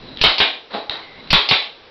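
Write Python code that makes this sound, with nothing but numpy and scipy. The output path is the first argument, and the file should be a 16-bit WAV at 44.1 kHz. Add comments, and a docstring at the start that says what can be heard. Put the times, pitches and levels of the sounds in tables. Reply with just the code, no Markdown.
"""Nailer in a plank-walled workshop

A pneumatic nailer fires twice into a wooden frame, close to a small camera's microphone.
Each shot is a jet of valve air (shaped noise), then the driver's blow (a short low ring and a noise crack);
on release the exhaust hisses and the piston bangs back. Between the shots the frame scrapes (many tiny slips)
and knocks (ringing modes), and the tool's nose clicks (sinking tones). Random reflections make the room.
The camera's gain ducks under loud sounds, and its input overloads."""
import sys
import numpy as np
from scipy import signal
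from scipy.io import wavfile
from scipy.ndimage import uniform_filter1d

SR = 44100
rng = np.random.default_rng(int(sys.argv[2]) if len(sys.argv) > 2 else 0)


def ratio(d):
    """dB to gain"""
    e = np.asarray(d, float) / 20
    return 10 ** e


def unload_wav(signal):
    """Save mono or channel-first audio to the path in sys.argv[1] as 16-bit WAV at rate SR, clipped to [-1, 1]."""
    wavfile.write(
        sys.argv[1],
        SR,
        np.round(np.clip(np.atleast_2d(signal).T, -1, 1) * 32767).astype(np.int16),
    )


N = 83790  # samples in the scene

# Air of the workshop: hz, level_db per Hz
SHOP_AIR = [(25, -3), (55, -9.5), (120, -7), (240, -9.5), (330, -7.5), (450, -10.5), (700, -15),
            (1500, -19.5), (6000, -23.5)]
# Hiss of the camera's own electronics: hz, level_db per Hz
SELF_HISS = [(15, -15.5), (40, -34), (200, -12), (450, 5.5), (700, 0.5), (1500, -5), (3800, -5),
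             (6000, -13.5)]
SHOP_AIR_DB, SELF_HISS_DB = -46, -47  # rms

# Bands of hiss and hum, the high ones perhaps air seeping from the tool,
# and a broad murmur leading into the scrape: start_s, length_s, centre_hz, width_hz, level_db
SEEPS = [(.92, .32, 2100, 220, -43), (.95, .14, 3050, 250, -51), (1.1, .22, 3950, 300, -48),
         (0, .21, 3950, 300, -49), (.7, .04, 1050, 900, -38), (0, .21, 245, 90, -51),
         (1.17, .14, 245, 90, -48)]

# Metal clicks of nose and trigger: start_s, level_db, pitch_hz (at the end of the rise)
CLICKS = [(0.1711, -28, 3830), (.184, -38, 3680), (0.1915, -30, 3130), (.207, -35.5, 3760),
          (0.8951, -5, 3920), (1.273, -34.5, 4200), (1.2794, -44, 4170)]
# Gritty noise in a click: hz, level_db
CLICK_GRIT = [(300, -27.5), (2000, -8.5), (2800, 0.5), (3500, -3.5), (4600, -6.5), (6000, -11.5)]
CLICK_RISE_S, CLICK_T60_S, CLICK_DROOP_HZ_PER_S = 0.0012, 0.014, 150000.0
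CLICK_THUD_DB, CLICK_GRIT_DB = -16.5, -0.5  # against the click's tone

# Decay of the room: hz, t60_s
ROOM_DECAY = [(100, 0.57), (300, 0.34), (700, 0.34), (1500, 0.3), (3000, 0.32), (6000, 0.34)]
# What the walls send back: hz, gain_db
WALLS = [(60, -44.5), (150, -28), (300, -6), (600, -4), (6000, -3)]
ROOM_DB, ROOM_DELAY_S = 1.5, 0.008

# Shots: valve_opens_s, blow_delay_s, hiss_db, blow_db
SHOTS = [(.212, .0266, -5, 16), (1.3032, .026, -5, 16)]
# Releases: exhaust_opens_s, blow_delay_s, hiss_db, blow_db
RELEASES = [(.380, .0225, 11.3, 9.75), (1.4867, .0235, 11, 8.2)]
# Spectra of the air jets before the microphone: hz, level_db
VALVE_AIR = [(100, -11.5), (1000, -19.5), (2000, -15), (2700, -3.5), (3500, -7), (4500, -1), (6000, -11)]
EXHAUST_AIR = [(100, -29.5), (1000, -17.5), (1600, -29.5), (2300, -9.5), (3400, -11.5), (4500, -2.5),
               (6000, -11.5)]
VALVE_RISE_S, VALVE_T60_S, EXHAUST_RISE_S, EXHAUST_T60_S = 0.002, 0.07, 0.0019, 0.1
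PUSH_S, PUSH_DB = 0.006, -20  # the valve's air pushes the microphone

# Spectra of the driver's blow and the piston's return, before the microphone: hz, level_db
DRIVE_BLOW = [(40, 16), (170, -17.5), (700, -6), (1100, -1), (1600, 2), (2400, 5.5), (3800, 10.5),
              (6000, -6.5)]
RETURN_BLOW = [(40, -20.5), (200, -10.5), (800, 2), (1400, -3.5), (2200, 6.5), (3000, 4.5), (3900, 9.5),
               (6000, -32.5)]
BLOW_T60_S, CRACK_S, CRACK_DB = 0.16, 0.00071, 6.5
SLAM_HZ, SLAM_T60_S = 967, 0.0047
DRIVE_SLAM_DB, RETURN_SLAM_DB = 10.5, 7.5  # against the blow

# Thud of the bench: hz, level_db
BENCH_THUD = [(20, -34), (60, -8), (170, 0.5), (300, -8), (600, -8.5), (6000, -78)]
THUD_T60_S, DRIVE_THUD_DB, RETURN_THUD_DB = 0.077, -6, -11.5  # dB against the blow

# Modes of the wooden frame: pitch_hz, level_db, t60_s
FRAME_MODES = [(221, -16, 0.068), (318, -2, 0.02), (426, -6.5, 0.1), (507, -5, 0.017), (650, 0.5, 0.048),
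               (817, 3.5, 0.057), (947, -15, 0.09), (1142, -3.5, 0.017), (1464, -26.5, .02)]
FRAME_IN_SHOT_DB = -32  # against the blow

# The frame slides: time_s, level_db
SLIDE = [(.698, -68), (.703, -27.5), (.73, -28), (.742, -16), (.79, -25.5), (.84, -52), (.87, -64),
         (.898, -63), (.905, -23), (.96, -29.5), (1.06, -44.5), (1.1, -48)]
# Spectrum of the rasp: hz, level_db
RASP = [(60, -23), (200, -5.5), (600, 3.5), (1000, 2), (2000, -2.5), (3000, -4.5), (4000, 3), (6000, -17.5)]
SLIPS_PER_S, SLIP_SPREAD_DB = 5300, 4.5

# Knocks on the frame: start_s, level_db
KNOCKS = [(0.7365, -14.5), (0.747, -4.5), (.752, -10), (.762, -13), (0.766, -11), (.779, -7), (.786, -9),
          (0.903, -18)]
# Tone of the knocks, with the low bass filtered out: hz, gain_db
KNOCK_TONE = [(40, -47.5), (120, -4), (200, 8), (300, -0.5), (6000, -8)]
KNOCK_CONTACT_S = 0.00075

# Response of the microphone: hz, gain_db
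MIC = [(20, 1.5), (60, 7), (3000, 5), (3900, 5), (4500, 2.5), (5300, -3), (8000, -9)]
# Upper band edge: hz, gain_db
BAND_EDGE = [(5000, 1), (5600, -2.5), (5900, -11), (6300, -45.5), (8000, -130)]
DUCK_FROM_DB, DUCK_SHARE, RECOVER_DB_PER_S = -11.5, 0.67, 28.5
SOFT_CEILING, HARD_CEILING = 0.49, 0.715  # amplitude, 1 = full scale

T = np.arange(SR // 4) / SR  # seconds after an event starts


def evened(x):
    """Scales to rms 1."""
    return x / np.sqrt(np.mean(x ** 2) + 1e-20)


def add(mix, start_s, sound):
    """Mixes a sound in at start_s, cut at the scene's end."""
    part = mix[round(start_s * SR):][:len(sound)]
    part += sound[:len(part)]


def colour(x, points):
    """Causal minimum-phase filter through the given (hz, dB) points."""
    hz, db = np.transpose(points)
    grid_hz = np.fft.rfftfreq(8192, 1 / SR)
    half = np.interp(np.log(grid_hz + 1), np.log(hz + 1), db) * np.log(10) / 20  # log gain
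    full = np.concatenate([half, half[-2:0:-1]])
    phase = -signal.hilbert(full).imag
    taps = np.fft.ifft(np.exp(full + 1j * phase)).real[:4096]
    return signal.fftconvolve(x, taps)[:len(x)]


def coloured_noise(length, points):
    """White noise through the given spectrum, at rms 1."""
    return evened(colour(rng.standard_normal(length), points))


def curve(points):
    """Gain over the whole scene from (time_s, level_db) points."""
    s, db = np.transpose(points)
    return ratio(np.interp(np.arange(N) / SR, s, db))


def workshop_air():
    """Steady air of the workshop, as shaped noise."""
    return ratio(SHOP_AIR_DB) * coloured_noise(N, SHOP_AIR)


def self_hiss():
    """Steady shaped noise of the camera's electronics."""
    return ratio(SELF_HISS_DB) * coloured_noise(N, SELF_HISS)


def seeps():
    """Bands of hiss and hum, and a broad murmur leading into the scrape: noise swelling in and out."""
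    out = np.zeros(N)
    for start_s, length_s, hz, width, db in SEEPS:
        t = np.arange(0, length_s, 1 / SR)
        band = signal.butter(1, [hz - width / 2, hz + width / 2], "bandpass", fs=SR, output="sos")
        noise = signal.sosfilt(band, rng.standard_normal(len(t)))
        noise = signal.sosfilt(band, noise)
        swell = np.sqrt(np.sin(np.pi * t / length_s))
        add(out, start_s, ratio(db) * swell * evened(noise))
    return out


def metal_clicks():
    """Taps of metal: a quickly sinking tone, grit and a one-sided bump share one short envelope."""
    out = np.zeros(N)
    decay = ratio(-60 * np.maximum(T - CLICK_RISE_S, 0) / CLICK_T60_S)
    shape = np.minimum(T / CLICK_RISE_S, 1) * decay
    for start_s, db, hz in CLICKS:
        # the phase of a tone that sinks steadily, passing hz at the end of the rise
        cycles = (hz + CLICK_DROOP_HZ_PER_S * (CLICK_RISE_S - T / 2)) * T
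        tone = np.sin(2 * np.pi * cycles)
        grit = ratio(CLICK_GRIT_DB) * coloured_noise(len(T), CLICK_GRIT)
        add(out, start_s, ratio(db) * shape * (tone + grit + ratio(CLICK_THUD_DB)))
    return out


def room(x):
    """Dense random reflections, each band dying at its own speed; new ones at every call."""
    hz, t, bands = signal.stft(rng.standard_normal(SR), SR, nperseg=256)
    points_hz, t60 = np.transpose(ROOM_DECAY)
    decay = ratio(-60 * t / np.interp(hz, points_hz, t60)[:, None])
    tail = signal.istft(bands * decay, SR, nperseg=256)[1]
    delay = np.zeros(round(ROOM_DELAY_S * SR))
    tail = np.concatenate([delay, tail / np.linalg.norm(tail)])
    return ratio(ROOM_DB) * colour(signal.fftconvolve(x, tail)[:N], WALLS)


def hiss(air, rise_s, t60):
    """A jet of air that starts fast and dies as the pressure evens out."""
    return coloured_noise(len(T), air) * np.minimum(T / rise_s, 1) ** 2 * ratio(-60 * T / t60)


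def push(peak_s):
    """One slow hump of air pressure, highest (1) at peak_s."""
    return T / peak_s * np.exp(1 - T / peak_s)


def blow(body, slam_db):
    """A slam as a short low ring, with a noise crack as the tool and the bench rattle out."""
    slam = ratio(slam_db - 60 * T / SLAM_T60_S) * np.sin(2 * np.pi * SLAM_HZ * T)
    rattle = ratio(-60 * T / BLOW_T60_S)
    crack = ratio(CRACK_DB) * np.exp(-T / CRACK_S)
    return slam + coloured_noise(len(T), body) * (rattle + crack)


def frame_ring():
    """The frame's modes ringing together from random phases; peak 1."""
    ring = np.zeros(len(T))
    for hz, db, t60 in FRAME_MODES:
        ring += ratio(db - 60 * T / t60) * np.sin(2 * np.pi * (hz * T + rng.random()))
    return ring / np.abs(ring).max()


def thud():
    """Low shaking of the bench, carried to the camera without the room."""
    return coloured_noise(len(T), BENCH_THUD) * ratio(-60 * T / THUD_T60_S)


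def shots():
    """Valve air, then the driver's blow on the frame; near holds what reaches only the microphone."""
    out, near = np.zeros(N), np.zeros(N)
    for start_s, delay_s, hiss_db, blow_db in SHOTS:
        add(out, start_s, ratio(hiss_db) * hiss(VALVE_AIR, VALVE_RISE_S, VALVE_T60_S))
        add(near, start_s, ratio(PUSH_DB) * push(PUSH_S))
        drive = blow(DRIVE_BLOW, DRIVE_SLAM_DB)
        frame = ratio(FRAME_IN_SHOT_DB) * evened(frame_ring())
        add(out, start_s + delay_s, ratio(blow_db) * (drive + frame))
        add(near, start_s + delay_s, ratio(blow_db + DRIVE_THUD_DB) * thud())
    return out, near


def releases():
    """Exhaust air, then the piston banging back; near holds the bench's thuds."""
    out, near = np.zeros(N), np.zeros(N)
    for start_s, delay_s, hiss_db, blow_db in RELEASES:
        add(out, start_s, ratio(hiss_db) * hiss(EXHAUST_AIR, EXHAUST_RISE_S, EXHAUST_T60_S))
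        add(out, start_s + delay_s, ratio(blow_db) * blow(RETURN_BLOW, RETURN_SLAM_DB))
        add(near, start_s + delay_s, ratio(blow_db + RETURN_THUD_DB) * thud())
    return out, near


def frame_slide():
    """The frame scrapes: tiny slips at random times, of random strength and direction."""
    strength = ratio(SLIP_SPREAD_DB * np.minimum(rng.exponential(1, N), 4))
    slips = strength * (rng.random(N) < SLIPS_PER_S / SR)
    slips = slips * rng.choice([-1., 1.], N)
    return curve(SLIDE) * evened(colour(slips, RASP))


def frame_knocks():
    """Soft knocks: the frame's ring smoothed by the time of contact."""
    out = np.zeros(N)
    contact = np.sin(np.pi * np.minimum(T[:400] / KNOCK_CONTACT_S, 1)) ** 2
    contact /= contact.sum()
    for start_s, db in KNOCKS:
        add(out, start_s, ratio(db) * signal.fftconvolve(frame_ring(), contact))
    return colour(out, KNOCK_TONE)


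def scene():
    """Tool and handling in the room, over the air; each shot and its release get their own reflections."""
    shot, shot_near = shots()
    release, release_near = releases()
    tool = shot + release
    near = shot_near + release_near
    hands = frame_knocks() + metal_clicks() + frame_slide()
    air = workshop_air()
    first = np.arange(N) < SR  # first second: first shot and release
    tool_room = room(tool * first) + room(tool * ~first)
    mix = tool + tool_room + hands + room(hands) + near + seeps() + air
    return mix[None]


def gain_control(heard):
    """Ducks at once by a share of the excess level, then recovers at a steady rate in dB."""
    power = uniform_filter1d(heard ** 2, 200, origin=99)  # running mean of 200 samples
    power_db = 10 * np.log10(abs(power) + 1e-12)
    fall = np.arange(N) * RECOVER_DB_PER_S / SR
    held_db = np.maximum.accumulate(power_db + fall) - fall
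    over_db = np.maximum(held_db - DUCK_FROM_DB, 0)
    return heard / ratio(DUCK_SHARE * uniform_filter1d(over_db, 60))


def low_pass(x):
    """Removes everything above the highest recorded frequency."""
    return signal.sosfilt(signal.butter(12, 15900, fs=SR, output="sos"), x)


def record(dry):
    """Microphone, gain control, own hiss, soft overload, band edge, then a hard ceiling."""
    heard = colour(dry[0], MIC)
    level = gain_control(heard) + self_hiss()
    overloaded = SOFT_CEILING * np.tanh(level / SOFT_CEILING)
    banded = colour(overloaded, BAND_EDGE)
    clipped = np.clip(banded, -HARD_CEILING, HARD_CEILING)[None]
    return low_pass(clipped)


dry = scene()
out = record(dry)
unload_wav(out)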